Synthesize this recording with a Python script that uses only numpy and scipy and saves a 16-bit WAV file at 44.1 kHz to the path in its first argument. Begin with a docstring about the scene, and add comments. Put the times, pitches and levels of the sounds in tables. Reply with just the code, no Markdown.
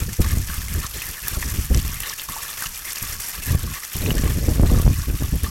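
"""Spring water on wet rocks

A thin stream falls from a pipe in a stone wall and lands in gushes of uneven slugs (lumps of water).
They burst into fine spray and beat in bubbles that gurgle in a hollow between the stones. Big drops
slap, trapped air plops and stray drops tick. Wind buffets the microphone, hardest near the end."""
import sys
import numpy as np
from scipy import signal
from scipy.io import wavfile
from scipy.ndimage import uniform_filter1d

SR = 44100
rng = np.random.default_rng(int(sys.argv[2]) if len(sys.argv) > 2 else 0)


def generate_wav(signal):
    """Clip the signal to [-1, 1] and save it as 16-bit WAV at the path in sys.argv[1]."""
    frames = np.transpose(np.atleast_2d(signal))
    scaled = np.clip(frames, -1, 1) * 32767
    pcm = np.round(scaled).astype(np.int16)
    wavfile.write(sys.argv[1], SR, pcm)


N = 242539

# The gushes of the stream. Each row: start in seconds, length in seconds, relative spray level in dB,
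# relative gurgle level in dB, pitch in Hz that the loudest bubbles stray around at mid-gush.
GUSHES = [(-0.012, 0.05, -35, -40.5, 1820), (0.122, 0.021, -32.5, -46, 2140),
          (0.208, 0.13, -33.5, -37.5, 1730), (0.35, 0.081, -37.5, -49, 1900),
          (0.47, 0.11, -33.5, -43, 1450), (0.602, 0.03, -33, -45, 1830), (0.691, 0.15, -38, -41, 1690),
          (0.825, 0.043, -34, -36, 1450), (0.935, 0.17, -34.0, -41, 2250), (1.118, 0.076, -40, -41.5, 2000),
          (1.231, 0.14, -33, -39, 1620), (1.385, 0.14, -33, -42.5, 1790), (1.535, 0.12, -34, -48, 1900),
          (1.725, 0.26, -36.5, -40.9, 2140), (1.999, 0.14, -34.5, -35, 1770), (2.18, 0.042, -35, -41, 2530),
          (2.28, 0.26, -34, -38.6, 1220), (2.57, 0.1, -29, -40, 1670), (2.742, 0.057, -34.5, -55, 2100),
          (2.844, 0.081, -33, -37, 1790), (2.948, 0.21, -33.0, -40.5, 1720), (3.2, 0.12, -31, -45, 1800),
          (3.33, 0.06, -35.5, -37.5, 1690), (3.419, 0.136, -33, -36.5, 1660),
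          (3.568, 0.18, -43.5, -43, 1310), (3.734, 0.048, -34, -36, 1650), (3.822, 0.029, -35, -40, 1730),
          (3.915, 0.21, -33.8, -40.5, 2540), (4.164, 0.15, -35.5, -37.5, 1560),
          (4.316, 0.083, -36.9, -43.5, 2230), (4.432, 0.128, -36.5, -45.2, 1500),
          (4.655, 0.18, -37.5, -38.5, 1260), (4.913, 0.13, -39, -42, 1740),
          (5.182, 0.07, -39.5, -42.5, 1510), (5.285, 0.17, -53, -65, 2000),
          (5.437, 0.025, -37, -40.5, 1430)]
def flow(part):
    """How loud the "spray" or the "gurgle" is over time: gushes on top of a steady trickle."""
    column, trickle_db = {"spray": (2, -36.5), "gurgle": (3, -46.5)}[part]
    return np.hypot(swells(GUSHES, column, attack_s=0.0027, release_s=0.0048), gain_of(trickle_db))


def pocket_pitch(sink_octaves=0.37, stray_octaves=0.23):
    """Each gush digs a deepening pocket in the puddle, so its bubbles start high and sink in pitch."""
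    t, pitch = np.arange(N) / SR, np.full(N, float(GUSHES[0][4]))
    for start, length, _, _, hz in GUSHES:
        after = t >= start
        dug = np.minimum((t[after] - start) / length, 1)
        pitch[after] = hz * 2 ** (sink_octaves * (.5 - dug))
    return pitch * 2 ** (stray_octaves * wander(top_hz=18))


def slugs(steady=0.81):
    """How hard the water lands over time: each slug hits at once, then spreads out."""
    power = dying(impacts(per_s=110, spread_db=4.5) ** 2, life_s=0.018)
    return np.sqrt(power / power.mean() + steady)


# The bright tone of droplets on rock. Each row: frequency in Hz, relative level in dB.
SPRAY_TONE = [(150, -3), (300, -10), (420, -4), (700, -8.5), (1200, -1), (2400, 0), (3400, -3.5),
              (4000, -8.5), (4450, -1), (4850, -2), (5500, 2.5), (6500, 0.5), (10000, -1), (11500, 2),
              (13700, 2.5), (14500, -8.5), (16000, -4.5)]
def spray(landing):
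    """Every slug bursts into tiny ticking droplets; each patch of rock has its own tone."""
    ticks = evened(impacts(per_s=7000, spread_db=0.5) * rng.choice([-1, 1], N)) * landing
    patches = np.zeros(N)
    for hz in np.geomspace(2500, 14000, num=9):
        bursts = noise_bursts(per_s=57, spread_db=3.5, life_s=0.0014)
        patches += evened(resonate(bursts, hz, 0.33 * hz)) * np.sqrt(hz)
    splash = coloured(ticks + evened(patches), SPRAY_TONE)
    return gain_of(-0.12) * steadied(splash, size=2000) * flow("spray")


# The tone of the bubbling puddle. Each row: frequency in Hz, relative level in dB.
GURGLE_TONE = [(200, 5), (430, 4.5), (700, -3), (1000, -6.5), (1700, -1), (2800, -2), (4000, 1.5),
               (8000, -22.5)]
def gurgle(landing, focus_db=9, focus_octaves=0.44):
    """Slugs beat short-lived bubbles into the puddle, loudest near the pitch of the pocket."""
    froth = np.zeros(N)
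    pocket_hz = pocket_pitch()
    for hz in np.geomspace(340, 4200, num=48):
        ring = bubble(hz, cycles=7.3 * rng.uniform(1.0, 1.75), rise=0.022)
        births = impacts(per_s=32 * hz / 1500, spread_db=3.0) * rng.choice([-1, 1], N) * landing
        at = np.flatnonzero(births)
        nearness = np.exp(-(np.log2(hz / pocket_hz[at]) / focus_octaves) ** 2)
        births[at] *= gain_of(focus_db * nearness)
        froth += signal.oaconvolve(births, ring / np.linalg.norm(ring))[:N] * np.sqrt(hz)
    bubbling = in_hollow(coloured(froth, GURGLE_TONE), ring_db=1.5)
    return gain_of(-0.08) * steadied(bubbling, size=2000) * flow("gurgle")


def bubble(hz, cycles, rise):
    """Trapped air rings, rising in pitch as it nears the surface; more cycles make it ring longer."""
    age = np.arange(0, 2 * np.pi, hz / (cycles * SR))
    return np.exp(-age) * np.sin(2 * np.pi * cycles * (age + rise * age ** 2 / 2))


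# The notes at which the hollow rings. Each row: pitch in Hz, width in Hz, relative level in dB.
HOLLOW_NOTES = [(1102, 113, 16), (1720, 200, 5), (2660, 100, 2.5)]
def in_hollow(x, ring_db):
    """The gap between the stones rings along with the sound inside it."""
    ringing = sum(gain_of(db) * resonate(x, hz, width) for hz, width, db in HOLLOW_NOTES)
    return x + gain_of(ring_db) * ringing


# Big drops on bare rock. Each row: start in seconds, peak level in dB, centre frequency in Hz.
ROCK_SLAPS = [(0.542, -13, 11000), (0.6836, -17, 9410), (1.282, -4.5, 13600), (1.3478, -18.5, 5340),
              (1.7464, -11, 5400), (1.774, -17.5, 5900), (2.0033, -11, 11400), (2.1964, -18, 3780),
              (2.2173, -17, 12900), (2.636, -21, 11100), (2.7362, -24, 13800), (2.9584, -14.5, 5200),
              (3.2014, -15, 12600), (3.3004, -20, 11200), (3.4231, -20, 13900), (4.1814, -17, 5900),
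              (4.817, -14, 11600), (5.434, -16, 11800)]
def slaps():
    """A big drop cracks on the rock and leaves a short hiss of spray."""
    out, t = np.zeros(N), np.arange(1500) / SR
    fade = np.exp(-t / 0.0015) + gain_of(-13) * np.exp(-t / .006)  # quick crack, slower hiss
    tick = gain_of(3) * (t == 0)
    for start, db, hz in ROCK_SLAPS:
        burst = rng.standard_normal(len(t)) * fade + tick
        crack = resonate_twice(burst, hz, hz)
        add(out, start, gain_of(db) * crack / abs(crack).max())
    return out


# Air trapped in the puddle. Each row: start in seconds, relative level in dB, starting pitch in Hz.
AIR_PLOPS = [(0.243, -29, 1146), (0.263, -24, 1700), (0.304, -23, 1750), (0.5, -22, 1550),
             (0.533, -29, 1270), (0.617, -26, 1800), (0.682, -25, 2150), (0.837, -26.5, 1370),
             (1.019, -15.5, 2540), (1.27, -22, 1690), (1.427, -13.5, 1940), (1.745, -18, 2620),
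             (2.034, -15.5, 2940), (2.197, -26, 2750), (2.219, -26, 2120), (2.288, -26.5, 1065),
             (2.364, -25.5, 878), (2.623, -14.5, 1540), (2.641, -22, 1310), (2.6597, -14, 2850),
             (2.97, -20.5, 2680), (4.061, -16, 2560), (4.106, -9, 2920), (4.18, -21, 3100),
             (4.276, -29, 1090), (5.444, -24, 1750), (5.464, -27.5, 1176)]
def plops():
    """A big bubble knocks with a tick and a small splat; two fainter ones ring just after it."""
    out, t = np.zeros(N), np.arange(1500) / SR
    for start, db, hz in AIR_PLOPS:
        add(out, start, gain_of(db) * bubble(hz, cycles=5.9, rise=0.0031))
        tick = rng.standard_normal(len(t)) * np.exp(-t / 0.00055)
        add(out, start, gain_of(db - 8) * tick)
        splat = evened(resonate_twice(rng.standard_normal(len(t)), hz, hz)) * np.exp(-t / 0.007)
        add(out, start, gain_of(db - 16) * splat)
        for delay, detune in rng.random((2, 2)):
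            follower = bubble(hz * (.7 + .5 * detune), cycles=7, rise=.025)
            add(out, start + .012 * delay, gain_of(db - 13) * follower)
    return gain_of(-5.0) * in_hollow(out, ring_db=-7)


def thinning(dip_db=-1, dip_s=0.01):
    """The stream thins before a big drop pinches off, so its level dips ahead of each slap and plop."""
    t, thin = np.arange(N) / SR, np.zeros(N)
    for start, _, _ in ROCK_SLAPS + AIR_PLOPS:
        thin = np.maximum(thin, np.exp(-((t - start + dip_s / 2) / dip_s) ** 2))
    return gain_of(dip_db * thin)


def stray_drops():
    """Drops flung from the gushes tick on the stones around, each stone with its own tone."""
    ticks = np.zeros(N)
    for hz in np.geomspace(3200, 12500, num=6):
        bursts = noise_bursts(per_s=9, spread_db=2.5, life_s=0.0015)
        ticks += evened(resonate_twice(bursts, hz, 0.78 * hz)) * np.sqrt(hz)
    return gain_of(-7) * evened(coloured(ticks, SPRAY_TONE)) * flow("spray")


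def stone_echo(x, life_s=0.0037, size=3000):
    """Stones close by scatter a short, faint echo."""
    t = np.arange(size) / SR
    echoes = rng.standard_normal(size) * (rng.random(size) < .12) * t * np.exp(-t / (life_s / 2))
    return x + gain_of(-17) * signal.oaconvolve(x, echoes / np.linalg.norm(echoes))[:N]


# The tones of smooth air, big eddies (swirls of air) and small eddies.
# Each row: frequency in Hz, relative level in dB.
SMOOTH_AIR_TONE = [(8, -11.5), (25, -2), (55, -3.5), (100, -12.5), (160, -21), (300, -37.5), (2000, -64)]
RUMBLE_TONE = [(8, -27.5), (25, -7.5), (45, -1), (70, 1.5), (125, -8), (190, -15.5), (350, -27),
               (700, -68.5), (2000, -79)]
FLUTTER_TONE = [(60, -39.5), (170, 0), (280, -2.5), (480, -8.5), (900, -22), (1600, -40), (4000, -55)]
# The gusts of wind. Each row: start in seconds, length in seconds, relative rumble level in dB,
# relative flutter level in dB.
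GUSTS = [(-0.015, 0.017, -13.5, -23), (0.07, 0.034, -26.5, -36.5), (0.18, 0.038, -14, -27),
         (0.25, 0.15, -18.5, -41), (0.42, 0.18, -28, -67), (0.62, 0.21, -25, -44.5),
         (0.73, 0.15, -31.5, -49), (0.935, 0.18, -35.1, -45), (1.21, 0.07, -36, -50),
         (1.3, 0.23, -25.5, -41.5), (1.51, 0.12, -21.5, -41.8), (1.695, 0.067, -12, -29.5),
         (1.8, 0.12, -25, -48), (1.93, 0.08, -33.9, -56.7), (2.05, 0.92, -48, -52.5),
         (2.275, 0.028, -33, -44.5), (2.65, 0.049, -36, -61), (3.005, 0.16, -31.5, -50),
         (3.32, 0.31, -36.5, -49), (3.458, 0.089, -17.5, -38.5), (3.592, 0.09, -23.5, -39),
         (3.943, 0.21, -20.5, -31.5), (4.14, 0.16, -17, -32), (4.34, 0.34, -18.6, -32),
         (4.57, 0.25, -13.5, -29.5), (4.845, 0.029, -7, -25.0), (4.925, 0.095, -22.5, -53),
         (5.06, 0.076, -19, -36.5), (5.19, 0.085, -19.6, -38), (5.31, 0.044, -18.5, -36.5),
         (5.385, 0.08, -21.5, -38.5)]
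def wind(break_db=-29, rumble_lump_db=2.5, flutter_lump_db=4):
    """Big eddies rock the microphone's thin membrane; small ones flutter on their crests."""
    lumps = wander(top_hz=18)  # a gust arrives in lumps
    force = swells(GUSTS, column=2, attack_s=0.014, release_s=0.039) * gain_of(rumble_lump_db * lumps)
    churn = swells(GUSTS, column=3, attack_s=0.015, release_s=0.017) * gain_of(flutter_lump_db * lumps)
    broken = force / (force + gain_of(break_db))  # light air is smooth; strong gusts break into eddies
    eddy_power = dying(impacts(per_s=90, spread_db=4.0) ** 2, life_s=0.0033) + 0.49
    eddies = rng.standard_normal(N) * np.sqrt(eddy_power)
    smooth = evened(coloured(eddies, SMOOTH_AIR_TONE))
    rough = evened(coloured(eddies, RUMBLE_TONE))
    rumble = steadied((1 - broken) * smooth + broken * rough, size=1900)
    crests = 1.4 + abs(rumble) ** 1.31
    flutter = steadied(coloured(rng.standard_normal(N) * crests, FLUTTER_TONE), size=1900)
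    return gain_of(-1.6) * force * rumble + gain_of(2.0) * broken * churn * flutter


# The tearing noise of a sharp eddy. Each row: frequency in Hz, relative level in dB.
TEAR_TONE = [(100, 29), (300, -2.5), (700, -2), (1200, -3.5), (2000, -16), (5000, -46)]
# Single eddies that strike the microphone. Each row: start in seconds, relative level in dB.
EDDY_HITS = [(0.204, -33), (0.372, -27.5), (1.713, -37), (3.549, -22.5), (4.116, -21.5), (4.237, -20),
             (4.386, -25.5), (4.487, -18), (4.597, -14), (4.634, -13), (4.715, -25), (4.776, -20),
             (4.799, -19), (4.866, -15), (4.878, -13.5), (5.223, -21.5)]
def buffets():
    """A sharp eddy pushes and pulls on the membrane, with a brief tearing noise."""
    out, t = np.zeros(N), np.arange(3000) / SR
    age = t / 0.002
    push = age * (2 - age) * np.exp(-age)
    for start, db in EDDY_HITS:
        tear = evened(coloured(rng.standard_normal(len(t)), TEAR_TONE)) * np.exp(-t / 0.015)
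        thump = rng.choice([-1, 1]) * push / push.max()
        add(out, start, gain_of(db) * (thump + gain_of(-15) * tear))
    return gain_of(12.5) * out


def breeze():
    """Between the gusts the air never quite rests."""
    return gain_of(-56) * evened(coloured(rng.standard_normal(N), SMOOTH_AIR_TONE))


def gain_of(db):
    """Turns decibels into a number to multiply a sound by."""
    return 10 ** (np.asarray(db) / 20)


def evened(x):
    """Scales a sound to an average (rms) level of 1."""
    return x / np.sqrt(np.mean(x ** 2) + 1e-20)


def steadied(x, size):
    """Holds the level near 1 over stretches of about size samples, keeping the faster detail."""
    return x / np.sqrt(abs(uniform_filter1d(uniform_filter1d(x ** 2, size), size)) + 1e-20)


def add(mix, start_s, sound):
    """Mixes a sound in at the given time."""
    part = mix[max(round(start_s * SR), 0):][:len(sound)]
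    part += sound[:len(part)]


def coloured(x, tone, size=8192):
    """Shapes a sound with a tone table. Nothing rings ahead of a click, so its front stays sharp."""
    hz, db = np.transpose(tone)
    log_hz = np.log(abs(np.fft.fftfreq(size, 1 / SR)) + 1)
    log_gain = np.log(gain_of(np.interp(log_hz, np.log(hz), db)))
    taps = np.fft.ifft(np.exp(np.conj(signal.hilbert(log_gain)))).real[:size // 2]
    return signal.oaconvolve(x, taps)[:len(x)]


def resonate(x, hz, width_hz):
    """Makes a sound ring around one pitch; a narrower width rings longer."""
    decay = np.exp(-np.pi * width_hz / SR)
    return 2 * signal.lfilter([1 - decay], [1, -decay * np.exp(2j * np.pi * hz / SR)], x).real


def resonate_twice(x, hz, width_hz):
    """Two passes let less through far from the pitch."""
    return resonate(resonate(x, hz, width_hz), hz, width_hz)


def impacts(per_s, spread_db):
    """Randomly timed clicks, many small and a few large."""
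    size = gain_of(spread_db * np.minimum(rng.exponential(1, N), 4))
    return size * (rng.random(N) < per_s / SR)


def dying(x, life_s):
    """Gives every click a tail that fades to about a third in life_s seconds."""
    return signal.lfilter([1], [1, -np.exp(-1 / (life_s * SR))], x)


def noise_bursts(per_s, spread_db, life_s):
    """Randomly timed puffs of hiss that start sharply and fade."""
    return np.sqrt(dying(impacts(per_s, spread_db) ** 2, life_s)) * rng.standard_normal(N)


def swells(table, column, attack_s, release_s):
    """Level over time: each row rises to the dB in the chosen column, holds, then dies away."""
    t, power = np.arange(N) / SR, np.zeros(N)
    for row in table:
        age = t - row[0]
        rise = np.clip(age / attack_s, 0, 1) ** 2
        fall = np.exp(-np.clip((age - row[1]) / release_s, 0, 20))
        power += (gain_of(row[column]) * rise * fall) ** 2
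    return np.sqrt(power)


def wander(top_hz):
    """A random swaying of typical size 1, at rates from a quarter of top_hz up to top_hz."""
    t = np.arange(0, N / SR + .01, .002)
    rates = np.geomspace(top_hz / 4, top_hz, num=24)
    sway = sum(np.sin(2 * np.pi * (hz * t + rng.random())) for hz in rates)
    return np.interp(np.arange(N) / SR, t, evened(sway))


def scene(spray_swing_db=0.48, gurgle_swing_db=1.33, swing_hz=25.42):
    """Water, whose level swings as it arrives unevenly, and wind, mixed into one channel."""
    landing = slugs()
    on_rock = spray(landing) * gain_of(spray_swing_db * wander(swing_hz))
    in_puddle = gurgle(landing) * gain_of(gurgle_swing_db * wander(swing_hz))
    water = (on_rock + in_puddle) * thinning() + stray_drops() + slaps() + plops()
    return (stone_echo(water) + breeze() + wind() + buffets())[None]


def record(dry, ceiling=.78, top_hz=16000):
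    """The strongest gusts overload the microphone softly, and the highest treble is cut off."""
    softened = dry / (1 + (dry / ceiling) ** 4) ** (1 / 4)
    treble_cut = signal.firwin(511, top_hz, window=("kaiser", 9), fs=SR)
    return signal.oaconvolve(softened, treble_cut[None], "same")


dry = scene()
out = record(dry)
generate_wav(out)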